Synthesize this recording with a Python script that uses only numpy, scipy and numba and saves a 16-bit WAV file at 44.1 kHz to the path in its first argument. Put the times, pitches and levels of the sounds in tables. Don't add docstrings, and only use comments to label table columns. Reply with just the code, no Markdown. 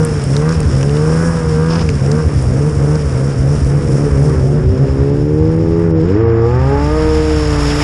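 import sys
import numpy as np
from scipy import signal
from scipy.fft import rfft, irfft
from scipy.io import wavfile
from scipy.ndimage import uniform_filter1d
from numba import njit

SR = 44100
rng = np.random.default_rng(int(sys.argv[2]) if len(sys.argv) > 2 else 0)


def invert_db(level):
    return 10 ** (np.asarray(level, dtype=float) / 20)


def put_to_file(sound):
    columns = np.atleast_2d(sound).T
    safe = np.clip(columns, -1, 1)
    whole_steps = np.round(safe * 32767)
    wavfile.write(sys.argv[1], SR, whole_steps.astype(np.int16))


N = 345303
INERTIA_S = .03


def columns(table):
    times, *cols = np.transpose(table)
    return [np.interp(np.arange(N) / SR, times, col) for col in cols]


def shape(hz, table):
    table_hz, table_db = np.transpose(table)
    return np.interp(np.log(hz), np.log(table_hz), table_db)


def power_db(*levels_db):
    return 10 * np.log10(sum(invert_db(db) ** 2 for db in levels_db))


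def unit(x):
    return x / np.sqrt(np.mean(x ** 2))


def walk(rate):
    hold = max(int(SR / rate), 2)
    steps = np.repeat(rng.standard_normal(N // hold + 1), hold)
    return 1.55 * uniform_filter1d(uniform_filter1d(steps, hold), hold)[:N]


def hiss(table, flicker_db, rate):
    hz = np.arange(N // 2 + 1) * SR / N + 1e-3
    lo, hi = table[0][0], table[-1][0]
    outside_octaves = np.log2(np.maximum(lo / hz, 1) * np.maximum(hz / hi, 1))
    coloured = rfft(rng.standard_normal(N)) * invert_db(shape(hz, table) - 54 * outside_octaves)
    place = np.clip(np.log(hz / lo) / np.log(hi / lo), 0, 1)
    total = 0
    for k in range(3):
        part = irfft(coloured * np.maximum(1 - abs(2 * place - k), 0), N)
        total = total + part * invert_db(flicker_db * walk(rate))
    return unit(total)


@njit
def svf(x, hz, width):
    y, band, low = np.empty(len(x)), 0., 0.
    g, damping = np.tan(np.pi * hz / SR), width / hz
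    for i in range(len(x)):
        v = (band + g * (x[i] - low)) / (1 + g * (g + damping))
        band, low, y[i] = 2 * v - band, low + 2 * g * v, damping * v
    return y


def ring(x, hz, width):
    return svf(svf(x, hz, width), hz, width)


# (throttle opens [s], firing rate then [Hz],
# throttle shuts [s], firing rate then [Hz], level of the thuds after it [dB])
BLIPS = [(-.1, 152, .05, 157.5, -18), (.3, 133, .54, 164, -13), (.74, 131.5, 1.29, 167.5, -20),
         (1.55, 154.7, 1.79, 166.3, -18), (2.02, 131, 2.21, 157.5, -15), (2.49, 120, 2.69, 152.5, -15),
         (2.79, 135, 2.97, 155, -16), (3.15, 125.5, 3.3, 140.5, -16), (3.41, 127.5, 3.55, 147.5, -14),
         (3.66, 131.5, 3.78, 145.5, -19), (3.91, 132, 4.08, 148, -13), (4.16, 134.5, 4.32, 154.5, -12),
         (4.42, 129.5, 4.6, 152.5, -11), (4.73, 129, 4.86, 144, -14)]
# (time [s], firing rate [Hz], level of the firing tone [dB])
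COAST = [(5, 124.1, -27), (5.2, 112.4, -30), (5.4, 106.1, -20), (5.94, 94.9, -18.5), (6.39, 84.3, -19.5),
         (6.82, 69.14, -15), (6.96, 63.1, -16), (7.2, 71.7, -15), (7.33, 70.5, -15.5), (7.52, 61, -14),
         (7.83, 59.5, -19)]


def own_revs():
    blips, coast = np.array(BLIPS), np.array(COAST)
    times = np.append(blips[:, [0, 2]].ravel(), coast[:, 0])
    hz = np.append(blips[:, [1, 3]].ravel(), coast[:, 1])
    place = np.interp(np.arange(N) / SR, times, np.arange(len(times)))
    leg = np.minimum(place.astype(int), len(times) - 2)
    share = place - leg
    share = np.where(hz[leg + 1] > hz[leg], 1 - (1 - share) ** 1.25, share)
    return uniform_filter1d(hz[leg] + share * (hz[leg + 1] - hz[leg]), int(INERTIA_S * SR))


# (multiple of the firing rate, level against the leader of its group [dB])
OWN_ORDERS = [(.5, -13), (1, 0), (1.5, -14), (2, -16), (2.5, -23), (3, 0), (3.5, 3), (4, 0), (4.5, -13),
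              (5, -6), (5.5, -14), (6, 0), (6.5, -5), (7, -2), (7.5, 2), (8, -6), (8.5, -9), (9, -3),
              (9.5, -10), (10, -1), (10.5, -12)]
# (frequency [Hz], level [dB])
OWN_PIPE = [(180, -32), (250, -31), (375, -42), (400, -40), (430, -19.5), (465, -16), (495, -22),
            (590, -27), (620, -32.5), (665, -37)]


def own_overtones(hz, turns, shut, coasting):
    open_tone_db = -11 - 6.15 * np.sqrt(shut)
    tone_db = (1 - coasting) * open_tone_db + coasting * columns(COAST)[1]
    stab_db = 0.25 * np.clip(152 - uniform_filter1d(hz, SR), 0, 12)
    third_db = shape(3 * hz, OWN_PIPE) - 6.8 * shut - stab_db
    fourth_db = shape(4 * hz, OWN_PIPE) - 7.5 - 9.5 * shut - 17 * coasting
    rasp_db = -35 - 1.04 * np.maximum(158 - hz, 0) - 13.0 * shut
    out = 0
    for order, db in OWN_ORDERS:
        if order < 3:
            lead_db = tone_db
        elif order == 3:
            lead_db = third_db
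        elif order < 6:
            lead_db = fourth_db
        else:
            lead_db = rasp_db
        waver_db = (.7 if order in (1, 3) else 1.8) * walk(30)
        wave = np.cos(2 * np.pi * order * turns - 0.896 * order ** 1.5)
        out = out + np.sqrt(2) * invert_db(db + lead_db + waver_db) * wave
    return out


def own_thuds(turns, shut, coasting):
    t = np.arange(N) / SR
    crank = np.flatnonzero(np.diff(np.floor(turns / 2)))
    kicks = np.zeros(N)
    kicks[crank] = rng.standard_normal(len(crank)) + 0.69
    thuds = unit(svf(svf(kicks, 80.0, 35.0), 80.0, 41.0))
    late = t - 0.029
    blips = np.array(BLIPS)
    last_blip = np.maximum(np.searchsorted(blips[:, 2], late) - 1, 0)
    blip_db = blips[last_blip, 4] - 23 * (1 - np.interp(late, t, np.sqrt(shut)))
    calming_db = 11 * np.exp(-np.maximum(t - COAST[0][0], 0) / 0.3)
    idle_db = -22 - 40 * (1 - coasting) + calming_db
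    return invert_db(power_db(uniform_filter1d(blip_db, 900), idle_db)) * thuds


def own_engine():
    hz = own_revs()
    turns = np.cumsum(hz * (1 + .0015 * walk(40))) / SR
    last_shut_s = BLIPS[-1][2]
    coasting = np.clip((np.arange(N) / SR - last_shut_s) / (COAST[0][0] - last_shut_s), 0, 1)
    shut = np.clip(-uniform_filter1d(np.gradient(hz) * SR, 1300) / 120, 0, 1)
    engine = own_overtones(hz, turns, shut, coasting) + own_thuds(turns, shut, coasting)
    return engine, turns, shut


# (time [s], hiss level before throttle pull [dB])
TRACK = [(0, -38), (.9, -37.5), (1.2, -33.5), (1.6, -40.5), (2.1, -38.5), (4.3, -39), (4.65, -48.5),
         (5.9, -52.5), (6.3, -75)]
# (time [s], level [dB])
SPRAY = [(0, -36.5), (4.3, -41), (5.95, -45), (6.1, -39.5), (6.25, -48), (6.5, -42), (7, -31.5),
         (7.5, -28.5), (7.83, -23)]
# (frequency [Hz], relative density [dB per Hz])
ROAR = [(25, -12), (50, -7), (100, -2.5), (200, -9), (350, -14), (500, -14.5), (700, -33.5)]
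CHURN = [(500, 9), (800, 7), (1200, 8), (1700, 4.5), (2500, -5.5), (3500, -21.5)]
HISS = [(1650, -35.5), (2800, -35), (3140, -40), (4270, -13.5), (5220, 0.5), (5500, 4.5), (6100, -4.5),
        (7950, -5.5), (9510, -3), (10100, -9.5), (11100, -20.5), (14400, -62), (22000, -120)]
TOP = [(1290, -10.5), (2200, -5), (2830, -5.5), (3580, -9), (3860, -10), (4160, -14), (5340, 1),
       (6120, -17), (6770, -9), (8470, -19.5), (9900, -16.5), (11100, -27.5), (14400, -40), (22000, -120)]


def snow(turns, shut):
    spray_db, = columns(SPRAY)
    other_hz, other_db, _ = columns(OTHER)
    track_db = columns(TRACK)[0] - (uniform_filter1d(shut, 4000) - .5)
    other_churn_db = -35 + other_db + 0.1023 * (other_hz - 80)
    churn_db = power_db(track_db + 7, other_churn_db, spray_db - 0.5)
    hiss_db = power_db(track_db, spray_db - 19)
    roar_db = power_db(-24.5, -20.5 + 0.21 * (track_db + 45))
    puff = 1 + 0.11 * np.cos(2 * np.pi * turns) + 0.12 * np.cos(np.pi * turns)
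    grit = invert_db(0.93 * walk(300))
    roar = invert_db(roar_db) * hiss(ROAR, 1.5, 8)
    churn = invert_db(churn_db) * puff * hiss(CHURN, 1.1, 20)
    track_hiss = invert_db(hiss_db) * grit * hiss(HISS, 1.1, 25)
    thrown = invert_db(spray_db) * grit * hiss(TOP, 1.1, 30)
    return roar + churn + track_hiss + thrown


# (time [s], peak before the case dulls it [dB], centre [Hz],
# drive of the cowl's knock against the snap's [dB])
TWIGS = [(0.0493, -6.5, 9200, -11), (0.2391, -18, 8740, -12), (0.307, -33, 5040, -11),
         (0.3656, -8, 3860, 2), (0.3977, -23.5, 5050, -5), (0.4912, -14, 4760, -6),
         (0.5247, -17, 5400, -3.5), (0.603, -15, 8300, -4.5), (0.63, -23.5, 5500, -6),
         (0.8105, -19, 5400, 9), (0.829, -12.5, 5360, 3), (0.894, -18, 2216, -6), (0.9687, -17, 2330, -2),
         (1.793, -16, 2460, -13), (1.89, -6.5, 4800, 5), (1.9005, -20.5, 4864, -3.5),
         (1.953, -21, 5240, -4.5), (2.0624, -20, 5550, 3), (2.1156, -12, 5300, -7),
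         (2.4236, -22, 9060, -11.5), (2.5374, -29, 5530, -12), (2.955, -20, 5520, -7.5),
         (3.6465, -24.5, 5440, -4.5)]


def twigs():
    t = np.arange(900) / SR
    burst = t / 0.00042 * np.exp(1 - t / 0.001) + 0.087 * np.exp(-t / 0.012)
    out = np.zeros(N + len(t))
    for time_s, db, hz, knock_db in TWIGS:
        crack = rng.standard_normal(len(t)) * burst
        snap = ring(crack, float(hz), 3500.)
        snap = snap + invert_db(knock_db) * ring(crack, 2030.0, 2500.0)
        start = int((time_s - .0003) * SR)
        out[start:start + len(t)] += invert_db(db) * snap / abs(snap).max()
    return signal.sosfilt(signal.butter(4, 10500, fs=SR, output="sos"), out[:N])


def scrape():
    rub = rng.standard_normal(N) * invert_db(3.2 * walk(160))
    body = ring(rub, 850., 700.) + .3 * ring(rub, 2300., 1300.) + .55 * ring(rub, 5100., 900.)
    times = 1.66 + np.cumsum([0, .05, .1, .09])
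    swell_db = np.interp(np.arange(N) / SR, times, [-30, 0, 3, -35])
    return invert_db(-25.5 + swell_db) * unit(body)


# (time [s], crank rate [Hz], level of its 2nd to 6th overtones [dB], opening of its rasp [dB])
OTHER = [(2.2, 83.06, -23, -25), (2.4, 82, -18, -43), (2.9, 76.4, -12.5, -17), (3.05, 75.3, -30, -21.5),
         (3.6, 85.06, -27, -26), (3.75, 84.14, -11.5, -18), (4.05, 71.1, -5, -18), (4.3, 65, 2.5, -20),
         (4.45, 64.24, -3.5, -11), (4.52, 59.5, 0.5, -22), (4.72, 64.21, 1.5, -19), (5.01, 68.53, 2, -12),
         (5.31, 75.36, -1, -16.5), (5.52, 80.57, -0.5, -15), (5.84, 84.5, 0.5, -16),
         (5.93, 80.66, 0.5, -16), (6.02, 79.5, 0.5, -25), (6.11, 94.6, 2, -15), (6.2, 112.3, 3, -6.5),
         (6.27, 115.6, 1.5, -1.5), (6.34, 113.6, 2.5, -10.5), (6.44, 115.2, 1, 0), (6.61, 130.4, 0, 1.5),
         (6.72, 139.2, 2.5, 2), (6.87, 148.3, 0, 1), (6.96, 155, -2.5, 3), (7.06, 156.1, 0.5, -0.5),
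         (7.31, 154.6, -1.5, -3), (7.65, 144.7, 0.5, -8), (7.83, 148.6, 0, -11.5)]
# (frequency [Hz], level [dB])
OTHER_PIPE = [(60, -27), (85, -28), (112, -13.5), (135, -13), (150, -20), (158, -23.5), (450, -18.5),
              (570, -16.5), (680, -40), (780, -34), (850, -26), (930, -31), (1030, -53), (1140, -32),
              (1250, -33), (1330, -50), (1800, -47)]
# (centre [Hz], width [Hz], level [dB])
SILENCER = [(155.4, 69.3, -13.5), (318.2, 81, -15.5), (382.2, 14.4, -19.5), (419.4, 22.7, -16.5),
            (466, 36.3, -14)]


def other_engine():
    hz, level_db, rasp_db = columns(OTHER)
    hz = uniform_filter1d(hz, int(INERTIA_S * SR))
    turns = np.cumsum(hz * (1 + .001 * walk(30))) / SR
    arrive = np.clip((np.arange(N) / SR - OTHER[0][0]) / 0.086, 0, 1)
    odd_db = -20 * np.clip((73 - hz) / 7.6, 0, 1)
    out = 0
    for order in range(1, 15):
        tone_hz = order * hz
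        db = shape(tone_hz, OTHER_PIPE) + rasp_db * (order > 1)
        if 2 <= order <= 6:
            rings = [top_db - 20 * np.log10(1 + (2 * (tone_hz - centre) / width) ** 2)
                     for centre, width, top_db in SILENCER]
            pipe_db = db - np.maximum(680 - tone_hz, 0) / 4
            db = power_db(*rings, pipe_db) + level_db + odd_db * (order % 2)
        if order == 4:
            db = power_db(db, -26.5 + rasp_db)
        db = db + .8 * walk(25)
        out = out + np.sqrt(2) * invert_db(db) * np.cos(2 * np.pi * order * turns - 0.717 * order ** 1.5)
    return arrive * out


def scene():
    engine, turns, shut = own_engine()
    mid = engine + snow(turns, shut) + twigs() + scrape() + other_engine()
    upper = signal.sosfiltfilt(signal.butter(2, 620, "high", fs=SR, output="sos"), mid)
    lean = -upper * np.tanh(1.25 * np.log(10) / 40)
    side = lean + invert_db(-29) * np.roll(upper, 331)
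    return np.array([mid + side, mid - side])


def mute_faint_treble(x):
    mute_db = -94.5
    hz, _, z = signal.stft(x, SR, nperseg=1024, scaling="psd")
    power = abs(z.mean(axis=0)) ** 2
    band = uniform_filter1d(power, size=8, axis=0)[4::8].repeat(8, axis=0)
    z[:, :512] *= (band > invert_db(mute_db) ** 2) | (hz[:512, None] < 3000)
    return signal.istft(z, SR, nperseg=1024, scaling="psd")[1][:, :N]


def band_limit(x):
    return signal.sosfilt(signal.butter(12, 14700, fs=SR, output="sos"), x)


def record(dry):
    rounded = 0.96 * np.tanh(0.95 * dry)
    mix = mute_faint_treble(rounded)
    return band_limit(mix)


dry = scene()
out = record(dry)
put_to_file(out)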